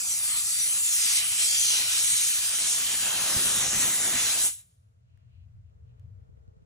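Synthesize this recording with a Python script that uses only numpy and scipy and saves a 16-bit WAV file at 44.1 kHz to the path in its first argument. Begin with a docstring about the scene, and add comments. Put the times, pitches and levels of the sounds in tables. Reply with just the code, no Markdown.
"""A steam jet hisses, sizzles and splashes on a padded panel close to a moving phone, until its valve shuts.
The jet is white noise shaped into bands, with shifting patches, bright bands and two reflections.
Its spreading cloud adds a dull roar. Short rings with noise cracks make the puffs, ticks and knocks.
Behind it all, a machine's rumble and the yard sound are coloured noise that wavers; faint rustles
are swells of such noise."""
import sys
import numpy as np
from scipy import signal
from scipy.fft import rfft, irfft
from scipy.io import wavfile
from scipy.ndimage import uniform_filter1d, map_coordinates

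SR = 44100
rng = np.random.default_rng(int(sys.argv[2]) if len(sys.argv) > 2 else 0)


def inscribe(sig):
    """Save sig as 16-bit PCM at rate SR to the path in sys.argv[1].

    A 1-D sig is mono; a 2-D sig holds one channel per row.
    Samples are clipped to [-1, 1] before scaling.
    """
    pcm = np.round(np.clip(np.atleast_2d(sig).T, -1, 1) * 32767)
    wavfile.write(sys.argv[1], SR, pcm.astype(np.int16))


N = 293485
WIN, HOP = 1024, 128  # short-time spectrum: window and step in samples
SHUT_S = 4.4706  # when the valve starts to shut, in seconds

# How far diffuse yard sound differs between the two ports of the phone.
# Each row: frequency in Hz, relative strength of the difference in dB.
YARD_SIDE = [(100, 4.5), (450, 6.5), (700, 13), (1500, 9), (1750, -0.5), (2000, -2.5), (2400, 3.5),
             (4000, 5)]


def jet():
    """Turbulent steam is broad noise; reflections and the shutting valve shape it on its way to two ports."""
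    # Colour of the phone's ports. Each row: frequency in Hz, gain in dB.
    port_colour = [(30, -9), (100, 0.5), (160, 2), (280, 0), (450, -0.5), (650, 3), (1000, -1.5), (2200, 0),
                   (2700, 0), (3300, -0.5), (4900, 0.5), (5600, 3.5), (9000, 5.5), (12000, 4.5),
                   (14000, 4.5), (16000, 3)]
    hz, s, common = frames()
    left, right = frames()[2], frames()[2]
    power = jet_power(hz, s)
    patchy_db = drifting(hz, s)
    patchy_db = patchy_db + 1.3 * patches(power.shape, 29.0, 300.0)
    # quick wide flutter from wet slugs in the flow
    patchy_db = patchy_db + 0.9 * patches(power.shape, 25.0, 4200.0)
    colour_db = across(hz, port_colour)[0] + patchy_db + slides(hz, s)
    gain = np.sqrt(power) * undb(colour_db) * valve(s) * reflections(hz, s)
    return sound(gain * two_ports(hz, s, common, left, right))


def jet_power(hz, s):
    """Splits the jet into hiss, sizzle, splash, wash, roar and buffet, each a bell-shaped band of noise."""
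    # The jet as gun and phone move. Each row: time in seconds, centre of the hiss in Hz,
    # then the relative levels of hiss, sizzle and splash in dB.
    motion = [(0.0, 6660, -35.5, -37.5, -44), (0.23, 7500, -46, -35, -41), (0.39, 7650, -37, -33.5, -38),
              (0.45, 7300, -31, -38, -43.5), (0.62, 8160, -39, -36.5, -39.5), (0.75, 7800, -34, -35, -41),
              (0.95, 7160, -31, -33, -37), (1.19, 7450, -25.5, -32.5, -33.5),
              (1.22, 7200, -31.5, -35.5, -37.5), (1.29, 7700, -55, -33.5, -40),
              (1.4, 7850, -29, -35, -34.5), (1.65, 5900, -28, -31.5, -36.5),
              (1.87, 6300, -34, -34.5, -34.5), (2.04, 7000, -30, -31.5, -34.5),
              (2.5, 6600, -36.5, -34.5, -37.5), (2.71, 6750, -26, -37, -36), (2.8, 6800, -34.5, -35, -37.5),
              (3.17, 7200, -35.5, -34.5, -36.5), (3.5, 6460, -36.5, -31.5, -37),
              (3.71, 6900, -26.5, -37, -38.5), (3.8, 6200, -34.5, -31.5, -37),
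              (4.08, 6800, -32.5, -34, -39), (4.3, 6850, -29, -33.5, -32), (4.37, 7000, -31.5, -34, -37),
              (4.49, 7840, -28, -28.5, -40.5)]
    # Steam cloud spreading round the panel. Each row: time in seconds, thickness from 0 to 1.
    cloud_table = [(0, 0.17), (.9, 0), (1.5, 0.17), (1.75, 0.31), (2.25, 0.16), (2.75, 0.48), (3.3, 0.97),
                   (4.1, 0.95), (4.45, 0.72)]
    hiss_hz, hiss_db, sizzle_db, splash_db = over_time(s, motion)
    cloud = over_time(s, cloud_table)[0]
    since = s - SHUT_S
    sizzle_db = sizzle_db + ramp(since, 0.061, 0.25, 0, -4.5)  # falls further during the dribble
    # the wash also rises and falls with the splash, 0.39 dB for each dB
    wash_db = between((-50, -39), cloud) + 0.39 * (splash_db - splash_db.mean())
    roar_db = between((-64, -47.5), cloud)
    # Each row: centre in Hz, width in octaves, relative level in dB, further change in dB on shutting.
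    bands = [(hiss_hz, 0.33, hiss_db - 5.5, -17),
             (10500, 0.45, sizzle_db + 3, 3.5),
             (3600, 0.45, splash_db + 3, 4.5),
             (1500, 0.5, wash_db + 1, -4),
             (230, 1.1, roar_db + 1.5, -11),
             (68, 0.42, roar_db - 5.5, -10.5)]  # buffet: slow eddies that come with the roar
    power = 0
    for centre_hz, octaves, level_db, shut_db in bands:
        power = power + band(hz, centre_hz, octaves, level_db + ramp(since, 0, 0.061, 0, shut_db))
    return power


def valve(s):
    """Shutting the valve gives a quick drop, a short dribble from the nozzle and a fading tail."""
    # Each row: seconds since the valve starts to shut, gain in dB.
    shut_off = [(0, 0), (.05, -17), (.1, -25.5), (.135, -29), (.165, -39.5), (.28, -49.5), (.32, -55),
                (.55, -70)]
    since = s - SHUT_S
    return undb(over_time(since, shut_off)[0]) * (since < shut_off[-1][0])


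def two_ports(hz, s, common, left, right):
    """Sound shared by left and right has a phase lead on one side; the rest differs from side to side."""
    # The likeness of left and right. Each row: frequency in Hz, shared part of the power (0 to 1) before # and
    # after the phone turns, phase lead of the left in radians before and after the turn, # left minus right
    # level in dB.
    likeness = [(60, .95, .62, -.5, 0, -1.5), (142, .8, .6, -.5, 0, -3), (295, .88, .95, -.8, 0, -1),
                (430, .35, .8, -1.7, 0, -2), (550, .2, .8, -2.3, -.4, -2.5),
                (700, .2, .62, -2.4, -.5, -2.5), (950, .15, .45, -2.3, .2, -1), (1300, .4, .75, 0, .2, 0),
                (1800, .5, .9, .45, .2, .5), (2350, .4, .45, .8, .5, 0), (2850, .5, .2, 3.6, 3.1, -1.5),
                (3300, .45, .12, 3.9, 3.1, -1.5), (3900, .15, .3, 1.5, 1.1, -1.5),
                (4500, .4, .4, 1.9, 1.4, -1), (5000, .35, .05, -1.5, -.5, -.5),
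                (5500, .82, .68, .1, .35, -.5), (6200, .84, .77, .5, .6, 0), (7600, .77, .7, 1.15, 1.2, .5),
                (8500, .79, .74, 1.6, 1.7, .5), (10500, .78, .74, 2.3, 2.4, 1.5),
                (11500, .82, .85, 2.8, 2.9, 0)]
    # The same columns for the top, where left and right are of opposite sign.
    opposed = [(12300, .995, .995, .97 * np.pi, .97 * np.pi, 0), (13000, 1, 1, np.pi, np.pi, 0),
               (20000, 1, 1, np.pi, np.pi, 0)]
    swing = np.interp(s, (2.0, 2.65), (0, 1))  # the phone turns
    early, late, lead_early, lead_late, pan_db = across(hz, likeness + opposed)
    share = np.clip(between((early, late), swing), 0, 1)
    turn = np.exp(0.5j * between((lead_early, lead_late), swing))
    left_port = np.sqrt(share) * turn * common + np.sqrt(1 - share) * left
    right_port = np.sqrt(share) / turn * common + np.sqrt(1 - share) * right
    return np.array([undb(pan_db / 2) * left_port, undb(-pan_db / 2) * right_port])


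def reflections(hz, s):
    """Two delayed copies carve comb-like teeth into the spectrum, which glide as the delays change."""
    # Reflections off panel and floor as the phone moves. Each row: time in seconds, near delay
    # in milliseconds, near strength (0 to 1), far delay in milliseconds, far strength (0 to 1).
    echo = [(0, 0.7, 0.3, 3.7, 0.1), (.12, 0.98, 0.05, 2.1, 0.15), (.25, 1.14, 0.05, 2.5, 0.1),
            (.39, .85, 0.2, 2.3, 0.08), (.55, .8, 0.15, 2.4, .08), (0.73, 0.95, 0.1, 2.4, .08),
            (.95, 1.18, 0.12, 2.1, 0.06), (1.2, 1.3, 0.05, 2, 0.06), (1.24, .38, 0, 1.9, 0),
            (1.5, 0.41, 0.1, 2.2, 0.15), (1.7, 0.44, 0.15, 2.1, 0.15), (2.3, 0.53, 0, 2, 0.03),
            (2.6, 0.29, 0.06, 4, 0.15), (3.7, 0.29, 0.2, 5.9, 0.15)]
    near_ms, near, far_ms, far = over_time(s, echo)
    cycle = -2j * np.pi * hz[:, None] / 1000  # phase per millisecond of delay
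    combed = 1 + near * np.exp(cycle * near_ms) + far * np.exp(cycle * far_ms)
    return combed / np.sqrt(1 + near ** 2 + far ** 2)


def slides(hz, s):
    """Bright bands and hollows fade in and out of the jet, some gliding in pitch; in dB."""
    # Each row: start and end in seconds, first and last frequency in Hz, width in Hz, lift in dB
    # (below 0 is a hollow). Equal start and end leave no band; an end before the start runs it backwards.
    glides = [(-.2, 0.97, 454, 460, 45, -16), (0.2028, 0.898, 1554, 1560, 88.7, -5.5),
              (-0.1, .3, 6200, 5640, 180, 7.5), (-0.5, 0.21, 9500, 8000, 300, 4),
              (0.05, 0.22, 8200, 6400, 280, 5), (0, 0.3, 10300, 10700, 220, 4),
              (.3, 0.43, 10800, 10100, 250, 4.5), (.2, .36, 9200, 9200, 250, 4),
              (.24, 0.433, 8440, 7700, 320, 5), (.3, 0.521, 7800, 6300, 300, 0.5),
              (0.438, 0.65, 7820, 8300, 300, 8), (0.7, .7, 8700, 8400, 280, 5.5),
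              (0.422, 0.682, 10800, 10340, 350, 6.5), (0.555, 0.804, 5400, 6800, 280, 5.5),
              (0.613, 0.782, 9400, 9700, 300, 5.5), (.7, .98, 8300, 6470, 450, 3.5),
              (0.737, .92, 10200, 11100, 350, 3), (.92, 1.121, 5370, 4740, 280, 2.5),
              (.98, 1.464, 2930, 2880, 220, 4), (1.13, 1.25, 3830, 3850, 250, 3.5),
              (1.205, 1.483, 10590, 10500, 500, 5), (1.299, 1.52, 7700, 8200, 300, 7.5),
              (1.4479, 1.597, 4636, 5050, 300, 6), (1.56, 1.713, 5057, 4700, 300, -1),
              (1.579, 1.802, 4122, 3960, 220, 5), (1.66, 1.86, 11000, 10150, 350, 4.5),
              (1.68, 1.842, 9890, 9700, 250, 1.5), (1.36, 1.52, 10940, 11800, 350, 3),
              (1.679, 1.819, 8000, 7720, 250, 3), (1.6, 2.05, 5700, 5500, 200, 2.5),
              (.53, .66, 8940, 8700, 220, 2.5), (.5, .62, 4700, 4540, 200, 4.5),
              (0.5, 1.02, 9500, 8900, 280, 3.5), (2.002, 2.185, 5000, 5140, 220, -4.5),
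              (2, 2.32, 9200, 8600, 220, 5.5), (1.449, 1.85, 3400, 3170, 220, 7.5),
              (1.58, 1.818, 6290, 5890, 250, 5.5), (1.7, 3.5, 2953, 2935, 200, 2),
              (2.003, 2.32, 6600, 6000, 350, 3), (2.42, 2.68, 9000, 9300, 300, 4.5),
              (3.498, 4.05, 3420, 3170, 280, 2), (3.5, 3.953, 6280, 6400, 500, 3.5),
              (4.153, 4.452, 3290, 3400, 300, -1.5), (4, 4.36, 1900, 2000, 450, 3),
              (5, 4.58, 1600, 1200, 550, 4.5), (5, 4.66, 7700, 7000, 900, -2),
              (1.6, 1.62, 6300, 6100, 450, 2.5), (1.7, 2.3, 600, 560, 90, 3.5),
              (0.1, 1.4, 1150, 1300, 150, 2.5)]
    lift_db = 0
    for start, end, from_hz, to_hz, width_hz, db in glides:
        along = np.clip((s - start) / (end - start), 0, 1)
        centre_hz = from_hz + (to_hz - from_hz) * along
        fade = np.sqrt(np.abs(np.sin(np.pi * along)))
        bell = np.exp(-0.5 * ((hz[:, None] - centre_hz) / width_hz) ** 2)
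        lift_db = lift_db + db * fade * bell
    return lift_db


def drifting(hz, s):
    """Slow narrow patches in dB slide in pitch as the paths off the panel change length."""
    # Each row: time in seconds, shift in octaves, depth in dB.
    drift = [(0, .45, 2.2), (.4, -.15, 2.2), (.75, .15, 2), (1.2, -.3, 1.6), (1.55, -.1, 1.5),
             (1.9, -.3, 1.4), (2.7, -.15, 1.1), (4.5, -.35, 1.1)]
    octaves, depth_db = over_time(s, drift)
    rows = np.arange(len(hz))[:, None] / 2 ** octaves
    columns = np.broadcast_to(np.arange(len(s)), rows.shape)
    pattern = patches(rows.shape, 6, 260)
    return depth_db * map_coordinates(pattern, [rows, columns], order=1, mode="mirror")


def ticks():
    """Puffs on the ports, small ticks and fingers shifting on the case: a short ring with a crack of noise."""
    # Each row: start in seconds, level in dB, ring pitch in Hz, time for the ring to fall 60 dB in seconds,
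    # strength of the crack beside the ring, sign of the right port (1 through the air, -1 through the case).
    hits = [(3.362, -29.5, 79.5, 0.037, 0.05, 1), (3.665, -41, 95.1, 0.032, 0.039, 1),
            (5.174, -72, 1800, 0.012, 1.9, 1), (5.486, -80, 2600, .01, .5, 1),
            (5.565, -80, 2500, .01, .5, 1), (5.698, -77, 2200, .01, .6, 1),
            (5.996, -74, 3100, 0.012, 3.5, 1), (5.998, -76, 1800, .012, 1, 1),
            (6.291, -46, 105, 0.07, .3, -1), (6.296, -60, 420, 0.033, 0.18, -1),
            (6.328, -59, 402, .03, 0.21, -1), (6.372, -49, 100, .08, .4, -1),
            (6.374, -55, 440, .03, .2, -1), (6.479, -43, 105, .07, .25, -1), (6.51, -63, 330, .03, .2, -1),
            (6.535, -61, 480, 0.037, .1, -1), (6.566, -48, 100, .08, .4, -1),
            (6.61, -60, 350, 0.036, .2, -1), (6.622, -48, 105.4, 0.06, 0.3, -1)]
    out, t = np.zeros((2, N)), np.arange(4000) / SR
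    cracks = rng.standard_normal((len(hits), len(t)))
    sink_s, crack_s = 0.0019, 0.002  # time constants in seconds
    for (s, db, hz, t60, share, sign), crack in zip(hits, cracks):
        # a ring below 250 Hz starts sharp and sinks to its pitch
        bend = (hz < 250) * 2.7 * sink_s * (1 - np.exp(-t / sink_s))
        ring = np.sin(2 * np.pi * hz * (t + bend))
        ring = ring * np.exp(-np.log(1000) * t / t60)
        ring = ring * np.minimum(2 * t * hz, 1)  # fades in over half a cycle
        dull = 2 if hz > 1000 else 7  # smoothing in samples
        crack = uniform_filter1d(uniform_filter1d(crack, size=dull), size=dull)
        crack = crack * np.exp(-t / crack_s)
        i = int(s * SR)
        hit = (ring / np.abs(ring).max() + share * crack)[:N - i]
        out[:, i:i + len(hit)] += hit * undb(db) * np.array([[1], [np.sign(sign)]])
    return out


def rustles(t):
    """Faint rustles are brief swells of coloured noise over a still fainter steady bed."""
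    # Each row: frequency in Hz, relative strength in dB.
    colour = [(1200, -22.5), (1700, -8.5), (2000, -9.5), (2350, -0.5), (2800, 2.5), (3300, -4.5),
              (3700, -9), (4200, -5.5), (4700, -14), (6000, -33)]
    # Each row: time of the peak in seconds, level in dB, half-length in seconds.
    swell_table = [(5.121, -94, .05), (5.211, -93, 0.04), (5.35, -86.5, .07), (5.43, -92, 0.025),
                   (5.69, -95, 0.04), (5.9, -93, .03), (6.01, -92, 0.035)]
    swells = undb(-100)
    for s, db, length in swell_table:
        swells = swells + undb(db) * np.exp(-((t - s) / length) ** 2)
    return background(colour, 0, 6.1, -0.4, 1.5) * swells


def machine_rumble(t):
    """A machine's rumble is low coloured noise; its deepest part comes up in the quiet."""
    # Each colour row: frequency in Hz, relative strength in dB.
    rumble_colour = [(25, -32), (43, -22.5), (60, -7), (75, -5), (90, 2.5), (105, -3.5), (120, 0),
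                     (140, -14.5), (170, -27.5), (200, -29), (250, -41.5), (300, -71.5)]
    deep_colour = [(20, -34), (35, -15), (55, 3), (75, 5.5), (95, -14), (130, -46), (200, -100)]
    # Each row: time in seconds, level in dB.
    rumble_level = [(0, -63.5), (5.04, -60.5), (5.2, -54), (5.5, -51), (5.9, -54.5), (6.15, -49.5),
                    (6.6, -60.5)]
    rumble = background(rumble_colour, over_time(t, rumble_level)[0], -8.5, 3.8, 1.8)
    deep = background(deep_colour, ramp(t, 4.5, 6, -80.5, -63), -11.5, 4.5, 1.4)
    return rumble + deep


def low_thrum(t):
    """A narrow band of low noise starts louder, settles, then comes up again."""
    # Each row: frequency in Hz, relative strength in dB.
    colour = [(100, -24.5), (150, 5), (175, 13), (210, -5.5), (280, -51)]
    level_db = ramp(t, 3.5, 6.5, -82, -70) + ramp(t, -1.5, 5, 11.5, -2.5)
    return background(colour, level_db, -7.5, 2.6, 2.6)


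def yard_air(t):
    """Diffuse yard sound is coloured noise that differs between the ports."""
    # Each row: frequency in Hz, relative strength in dB.
    colour = [(100, -17), (250, 2), (350, -9), (460, -5), (580, -9.5), (670, -1.5), (730, -13.5),
              (1400, -12), (2000, -11.5), (2800, -20.5), (4000, -24.5), (8000, -45)]
    # Each row: time in seconds, level in dB.
    level = [(0, -81.5), (3, -94), (4.6, -85.5), (5.0, -88), (5.15, -84.5), (5.6, -83.5), (6.6, -85.5)]
    return background(colour, over_time(t, level)[0], YARD_SIDE, 0.4, 1.2)


def yard_drone(t):
    """Noise with several narrow humps drones faintly and steps up near the end."""
    # Each row: frequency in Hz, relative strength in dB.
    colour = [(200, -29.5), (300, -10), (350, -12), (410, -4.5), (455, 4), (495, -4.5), (535, -3),
              (575, -16), (620, -7), (680, -13.5), (720, -20), (790, -20.5), (840, -11.5), (890, -22.5),
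              (960, -17), (1030, -24), (1390, -18.5), (1800, -40), (2500, -60.5)]
    return background(colour, ramp(t, 5.64, 5.72, -92, -79), YARD_SIDE, 1.2, 1.0)


def self_noise():
    """The phone's own noise is a faint, nearly steady hiss."""
    # Each row: frequency in Hz, relative strength in dB.
    colour = [(500, -9.5), (3000, -1.5), (5000, -2.5), (7000, -1), (10000, -10.5), (12000, -18),
              (14000, -26.5), (15000, -42)]
    return background(colour, -91, 3, 0.12, 0.3)


def background(colour, level_db, side_db, pan_db, flicker_db):
    """Diffuse noise: a part alike at both ports plus a side part of opposite sign, wavering in level.

    side_db is one relative strength in dB, or a table of it by frequency."""
    hz = np.maximum(np.arange(N // 2 + 1) * SR / N, 1)
    white = rfft(rng.standard_normal((2, N)))
    mid, side = irfft(white * undb(across(hz, colour)[0][:, 0]), N)
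    if np.ndim(side_db):
        side = irfft(rfft(side) * undb(across(hz, side_db)[0][:, 0]), N)
        side_db = 0
    pair = (mid + undb(side_db) * side * np.array([[1], [-1]])) / mid.std()
    # a new random level every 4000 samples, joined by straight lines
    waver = np.repeat(rng.standard_normal(N // 4000 + 1), 4000)
    waver = uniform_filter1d(waver, 4000)[:N]
    return pair * undb(level_db + flicker_db * waver + np.array([[pan_db], [-pan_db]]) / 2)


def undb(db):
    """Turns decibels into gain."""
    return 10 ** (np.asarray(db) / 20)


def across(hz, table):
    """Reads the columns of a table along a log-frequency axis."""
    at, *columns = np.transpose(table)
    return [np.interp(np.log(hz), np.log(at), c)[:, None] for c in columns]


def over_time(s, table):
    """Reads the columns of a table along time."""
    at, *columns = np.transpose(table)
    return [np.interp(s, at, c) for c in columns]


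def between(pair, share):
    """Blends from the first value to the second as share goes from 0 to 1."""
    return pair[0] + (pair[1] - pair[0]) * share


def ramp(s, start_s, end_s, before_db, after_db):
    """A level that moves once, in a straight line, from one value to another."""
    return np.interp(s, (start_s, end_s), (before_db, after_db))


def band(hz, centre_hz, octaves, db):
    """Power per bin of a noise band that is bell-shaped in octaves, scaled to the given mean power."""
    bell = np.exp(-0.5 * (np.log2(hz[:, None] / centre_hz) / octaves) ** 2)
    return bell / bell.mean(axis=0) * undb(2 * db)


def patches(shape, rate, width_hz):
    """Smooth random patches over time (rate per second) and frequency, with a spread of 1."""
    field = rng.standard_normal(shape)
    for _ in range(2):
        field = uniform_filter1d(field, max(int(SR / HOP / rate), 1), axis=1)
        field = uniform_filter1d(field, max(int(width_hz * WIN / SR), 1), axis=0)
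    return field / field.std()


def frames():
    """Short-time spectrum of fresh white noise, with its frequencies and times."""
    hz, s, z = signal.stft(rng.standard_normal(N), SR, nperseg=WIN, noverlap=WIN - HOP)
    return np.maximum(hz, 1), s, z


def sound(z):
    """Turns a short-time spectrum back into samples."""
    return signal.istft(z, SR, nperseg=WIN, noverlap=WIN - HOP)[1][..., :N]


def narrowed(pair):
    """Draws the bass in to the middle: removes what is opposed at left and right below a moving edge."""
    # Each row: time in seconds, edge in Hz.
    mono_edge = [(1.52, 1), (1.57, 520), (2.1, 700), (2.55, 660), (3.0, 520), (3.5, 450), (4.45, 220),
                 (5.15, 60), (5.22, 1)]
    mid, side = (pair[0] + pair[1]) / 2, (pair[0] - pair[1]) / 2
    hz, s, z = signal.stft(side, SR, nperseg=WIN, noverlap=WIN - HOP)
    keep = hz[:, None] > over_time(s, mono_edge)[0]
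    return mid + sound(z * keep) * np.array([[1], [-1]])


def scene():
    """Adds the jet, the ticks and rustles, the machine, the yard and the phone's own noise."""
    t = np.arange(N) / SR
    near = jet() + ticks() + rustles(t)
    far = machine_rumble(t) + low_thrum(t) + yard_air(t) + yard_drone(t)
    return near + far + self_noise()


def record(dry):
    """The bass narrows for a while, and a steep filter cuts the top."""
    top_hz = 15730
    top_cut = signal.ellip(14, 0.2, 80, top_hz, fs=SR, output="sos")
    return signal.sosfilt(top_cut, narrowed(dry))


dry = scene()
out = record(dry)
inscribe(out)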